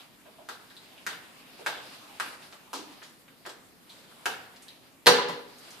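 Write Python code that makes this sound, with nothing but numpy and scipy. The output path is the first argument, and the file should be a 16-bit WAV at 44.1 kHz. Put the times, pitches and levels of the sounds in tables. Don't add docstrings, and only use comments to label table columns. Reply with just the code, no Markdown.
import sys
import numpy as np
from scipy import signal
from scipy.io import wavfile

SR = 44100
rng = np.random.default_rng(int(sys.argv[2]) if len(sys.argv) > 2 else 0)


def master_out(mix):
    frames = np.transpose(np.atleast_2d(mix))
    ceiling = np.clip(frames, -1, 1)
    pcm = np.round(ceiling * 32767).astype(np.int16)
    wavfile.write(sys.argv[1], SR, pcm)


def convert_level_to_amplitude(level_db):
    exponent = np.asarray(level_db, float) / 20
    return 10 ** exponent


N = 255778
PRE_S = 0.008

# (t/s, peak/dB, card pitch f/Hz, mat thud level/dB, edge crack level/dB)
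SNAPS = [
    (0.4887, -33.5, 1204, -5.5, 5.5),
    (1.066, -25, 1400, -24, 5.5),
    (1.663, -23.5, 1415, -2, 2.5),
    (2.1993, -23.5, 1226, -44, 1),
    (2.7319, -33, 880, -3, 8.5),
    (3.453, -43.5, 1570, 2, -1),
    (3.463, -38, 1050, -2.5, 8),
    (3.494, -49, 1080, 1.5, 18),
    (4.2575, -23, 1320, -8, 6.5),
]


def rms_one(x):
    return x / np.sqrt(np.mean(x ** 2) + 1e-20)


def peak_one(x):
    return x / np.max(np.abs(x))


def at_hz(points, hz):
    points_hz, values = np.array(points)[:, 0], np.array(points)[:, 1]
    return np.interp(np.log(hz), np.log(points_hz), values)


def drift(rate_hz):
    knots = rng.standard_normal(int(N / SR * rate_hz) + 3)
    return np.interp(np.arange(N) / SR * rate_hz, np.arange(len(knots)), knots)


def peak(x, hz, width_hz):
    r = np.exp(-np.pi * np.clip(width_hz, 2, 9000) / SR)
    feedback = [1, -2 * r * np.cos(2 * np.pi * hz / SR), r * r]
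    return signal.lfilter([(1 - r * r) / 2, 0, (r * r - 1) / 2], feedback, x)


def twice(x, hz, width_hz):
    return peak_one(peak(peak(x, hz, width_hz), hz, width_hz))


def bands(size):
    # (f/Hz, likeness)
    likeness = [(25, 0.34), (70, 0.16), (125, 0.41), (300, 0.58), (600, 0.64), (1200, 0.14), (15000, 0.089)]
    edges_hz = 20 * 2 ** np.arange(0, 9.7, .4)
    white = rng.standard_normal((2, 2, size))
    for k, (low, high) in enumerate(zip(edges_hz, edges_hz[1:])):
        band_pass = signal.butter(2, [low, high], "band", fs=SR, output="sos")
        mid, side = signal.sosfilt(band_pass, white[k % 2])
        hz = np.sqrt(low * high)
        alike = np.clip(at_hz(likeness, hz), -1, 1)
        common = np.sqrt(1 + alike) * mid
        opposed = np.sqrt(1 - alike) * side * [[1], [-1]]
        yield hz, (common + opposed) / np.sqrt(2)


def rustle(follows, settle_db, settle_db_per_s):
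    # (t/s, level/dB)
    busy = [(0, -52), (.09, -65), (.45, -63.5), (.95, -58.5), (1.25, -62), (1.5, -57), (1.82, -51),
            (2.15, -55), (2.45, -56.5), (2.65, -62), (2.95, -57), (3.2, -66.5), (3.8, -66.5), (4.0, -58),
            (4.65, -61.5), (4.95, -67.5), (5.42, -63), (5.66, -52.5)]
    mean_busy_db = -62
    t = np.arange(N) / SR
    swing_db = np.interp(t, *np.transpose(busy)) - mean_busy_db
    power = convert_level_to_amplitude(mean_busy_db + follows * swing_db) ** 2
    for s, db, *_ in SNAPS:
        start = round(s * SR)
        power[start:] += convert_level_to_amplitude(db + settle_db - settle_db_per_s * (t[start:] - s)) ** 2
    return np.sqrt(power)


def background():
    # (f/Hz, level/dB per Hz)
    slide_spectrum = [(1200, -67.5), (2200, 0), (3200, -3), (4200, 1), (5500, -24.5), (7000, -18)]
    sleeve_spectrum = [(150, -6), (300, -2), (600, -1.5), (1200, -1), (2200, -5), (3500, -46.5)]
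    hiss_spectrum = [(4000, -2), (6000, -1.5), (9000, 0.5), (14000, -7)]
    # (f/Hz, level/dB per Hz)
    air_spectrum = [(20, -14), (60, -17), (160, -6), (280, -4.5), (400, -12.5), (1000, -17.5), (5000, -32),
                    (15000, -23)]
    # (f/Hz, width/Hz, level/dB)
    hum = (249, 24, -71)
    air_db = -55.5
    slide = rustle(follows=0.95, settle_db=-13.5, settle_db_per_s=136)
    sleeve = rustle(follows=0.83, settle_db=-21, settle_db_per_s=70)
    hiss = rustle(follows=0.55, settle_db=-22.5, settle_db_per_s=118)
    out, together = 0, drift(42)
    for hz, noise in bands(N):
        moving = (slide * convert_level_to_amplitude(at_hz(slide_spectrum, hz) + 11.5)) ** 2
        moving = moving + (sleeve * convert_level_to_amplitude(at_hz(sleeve_spectrum, hz) + 13.5)) ** 2
        moving = moving + (hiss * convert_level_to_amplitude(at_hz(hiss_spectrum, hz) + 2.5)) ** 2 * (hz > 3000)
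        moving = moving * convert_level_to_amplitude(2.0 * together + 4.6 * drift(15)) * (hz > 120)
        still = convert_level_to_amplitude(air_db + at_hz(air_spectrum, hz) + 17.5) ** 2
        out = out + noise * np.sqrt(moving + still)
    hz, width_hz, db = hum
    return out + convert_level_to_amplitude(db) * rms_one(peak(rng.standard_normal(N), hz, width_hz))


def burst(length_s, grain=0.23, lead_s=0.0054):
    t = np.arange(-PRE_S, .15, 1 / SR)
    grains = rng.standard_normal(len(t)) * convert_level_to_amplitude(4.0 * rng.standard_normal(len(t)))
    out = grain * grains * np.exp(np.where(t < 0, t / lead_s - .7, -t / max(length_s, 1e-4)))
    out[np.argmax(t >= 0)] = 1.5
    return out


def add(track, s, sound):
    i = round((s - PRE_S) * SR)
    track[..., i:i + sound.shape[-1]] += sound[..., :N - i]


def touches():
    # (t/s, peak/dB, f/Hz,
    # length/s)
    edge_catches = [(0.386, -49.5, 604, .002), (0.701, -49.5, 3770, .006), (0.707, -49, 1640, 0.0037),
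                    (0.767, -43, 3700, 0.0071), (.9792, -44.5, 2760, 0.0018), (1.594, -51.5, 446, 0.0041),
                    (2.1, -53.5, 840, 0.0056), (2.526, -48, 1050, .0034), (2.67, -58, 890, .0036),
                    (2.735, -49.5, 297, 0.039), (4.2578, -31, 2640, 0.0047), (3.464, -55, 330, 0.0043),
                    (3.896, -45, 3860, 0.025), (4.115, -56, 1410, .0036), (4.26, -34, 790, 0.0098),
                    (4.623, -50.5, 8500, 0.017), (4.683, -40, 3780, 0.0025)]
    # (t/s, peak/dB, centre f/Hz, length/s)
    face_brushes = [(.257, -51, 530, 0.0093), (.408, -58.5, 466, 0.013), (1.665, -30.5, 2640, 0.014),
                    (2.423, -46, 2500, 0.012), (2.5262, -41, 2640, 0.0017), (2.738, -33, 3450, 0.034),
                    (3.002, -55, 1800, .003), (3.019, -43, 1250, 0.012), (3.03, -44.5, 3420, 0.029),
                    (3.281, -47, 1820, 0.0035), (4.562, -44.5, 2800, 0.0076), (5.585, -52, 9050, .002),
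                    (5.707, -42, 5400, 0.0016)]
    out = np.zeros(N)
    for rows, width_share in ((edge_catches, .42), (face_brushes, 1.47)):
        for s, db, hz, length_s in rows:
            hit = burst(length_s, grain=.1, lead_s=.0003)
            scuff = twice(hit, hz, width_share * hz)
            tick_db = -9 + 7.5 * np.log2(hz / 2000)
            tick = peak_one(peak(hit, 4800, 9900))
            add(out, s, convert_level_to_amplitude(db) * (scuff + convert_level_to_amplitude(tick_db) * tick))
    return out


def snaps():
    out = np.zeros(N)
    for s, db, hz, thud_db, crack_db in SNAPS:
        hit = burst(0.0015, grain=.09, lead_s=.0012)
        thud_hz = 0.57 * hz
        crack = peak_one(peak(hit, 2590, 3600) + 0.14 * peak(hit, 8200, 8900))
        card = peak_one(peak(twice(hit, hz, 0.86 * hz), hz, 2.2 * hz))
        thud = twice(hit, thud_hz, 1.53 * thud_hz)
        add(out, s, convert_level_to_amplitude(db) * (card + convert_level_to_amplitude(thud_db) * thud + convert_level_to_amplitude(crack_db) * crack))
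    left_right_db = np.array([[-.1], [.1]])
    return out * convert_level_to_amplitude(left_right_db)


def knock():
    # (t/s, wood level/dB, card slap level/dB, length/s)
    contacts = [
        (5.0603, -35, -21, 0.0036),
        (5.0679, -20.5, 0, 0.01),
        (5.0741, -5.5, -38, 0.0058),
        (5.082, -13.5, -20, 0.028),
        (5.179, -26.5, -62, 0.034),
        (5.285, -35, -37, 0.033),
    ]
    # (f/Hz, level/dB, t60/s)
    table_modes = [(172, 4, 0.083), (250.8, -9, 0.42), (299.4, -6, 0.31), (362, -8, 0.17), (408.4, 4, 0.2),
                   (463, -8, 0.18), (488, 10, 0.18), (547, 9.5, 0.05), (750, 4.5, 0.1), (869, 9, 0.064),
                   (980, 20.5, 0.025), (1060, -6, 0.031), (1320, -5, 0.03), (1950, 8, 0.028)]
    # (f/Hz, width/Hz, level/dB)
    deck_modes = [(3470, 1100, 0), (4100, 250, 6), (1050, 1200, 5.5), (2500, 1400, -5), (7100, 790, -11.5),
                  (9900, 1400, -18)]
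    # (f/Hz, width/Hz, share lost)
    shadow = (8400, 11000, 1)
    wood, slap = np.zeros((2, N)), np.zeros(N)
    lags = (rng.random(len(table_modes)) * 12).astype(int)
    leans_db = 2.0 * rng.standard_normal(len(table_modes))
    for s, wood_db, slap_db, length_s in contacts:
        hit = np.pad(burst(length_s, grain=0.4, lead_s=0.00041), (0, SR // 2))
        modes = [convert_level_to_amplitude(db) * t60 * peak(hit, hz, 2.2 / t60) for hz, db, t60 in table_modes]
        left = sum(modes)
        right = sum(convert_level_to_amplitude(lean) * np.roll(mode, lag) for mode, lag, lean in zip(modes, lags, leans_db))
        add(wood, s, convert_level_to_amplitude(wood_db) * peak_one(np.array([left, right])))
        cards = sum(convert_level_to_amplitude(db) * peak(hit, hz, width_hz) for hz, width_hz, db in deck_modes)
        add(slap, s, convert_level_to_amplitude(slap_db) * peak_one(cards))
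    hz, width_hz, share = shadow
    return wood, np.array([slap - share * peak(slap, hz, width_hz), slap])


def room(x):
    # (f/Hz, t60/s)
    tail_t60 = [(100, 0.66), (300, 0.64), (1000, 0.54), (3000, 0.54), (6000, 0.38), (12000, 0.28)]
    # (f/Hz, level/dB)
    tail_db = [(100, -27.5), (500, -20), (2000, -24.5), (6000, -23.5), (14000, -27.5)]
    # (t/s, left level/dB, right level/dB)
    wall_echoes = [
        (.0047, -2, -1),
        (.0078, -9, -8),
        (.0135, -10, -11),
    ]
    # (level/dB, t60/s)
    early = (5, .08)
    direct_db = 4
    t = np.arange(SR) / SR
    early_db, early_t60_s = early
    rise = np.clip((t - .002) / 0.0016, 0, 1) * (1 + convert_level_to_amplitude(early_db - 60 * t / early_t60_s))
    response = np.zeros((2, SR))
    for hz, noise in bands(SR):
        response += convert_level_to_amplitude(at_hz(tail_db, hz) - 60 * t / at_hz(tail_t60, hz)) * rise * noise
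    echoes = np.zeros((2, SR))
    for s, left_db, right_db in wall_echoes:
        echoes[0, round(s * SR)] = -convert_level_to_amplitude(left_db)
        echoes[1, round(s * SR * .94)] = -convert_level_to_amplitude(right_db)
    response += signal.lfilter([.5], [1, -.5], echoes)
    response[0, 1] = response[1, 0] = convert_level_to_amplitude(direct_db)
    return signal.fftconvolve(x, response, axes=1)[:, :N]


def scene():
    wood, slap = knock()
    table = snaps() + touches() + slap + convert_level_to_amplitude(-5.0) * wood
    bass_cut = signal.butter(6, 120, "high", fs=SR, output="sos")
    return signal.sosfilt(bass_cut, room(table) + convert_level_to_amplitude(12) * wood) + background()


def low_pass(x):
    return signal.sosfilt(signal.butter(12, 15900, fs=SR, output="sos"), x)


def record(dry):
    t = np.arange(N) / SR
    over_db = np.maximum(20 * np.log10(np.max(np.abs(dry), axis=0) + 1e-9) + 6, 0)
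    held_db = np.maximum.accumulate(over_db + 40 * t) - 40 * t
    held_db = signal.lfilter([.02], [1, -.98], held_db)
    held = dry * convert_level_to_amplitude(-.5 * held_db)
    rounded = .95 * np.tanh(held / .95)
    top_cut = signal.cheby2(14, 38, 14950, fs=SR, output="sos")
    return low_pass(signal.sosfilt(top_cut, rounded))


dry = scene()
out = record(dry)
master_out(out)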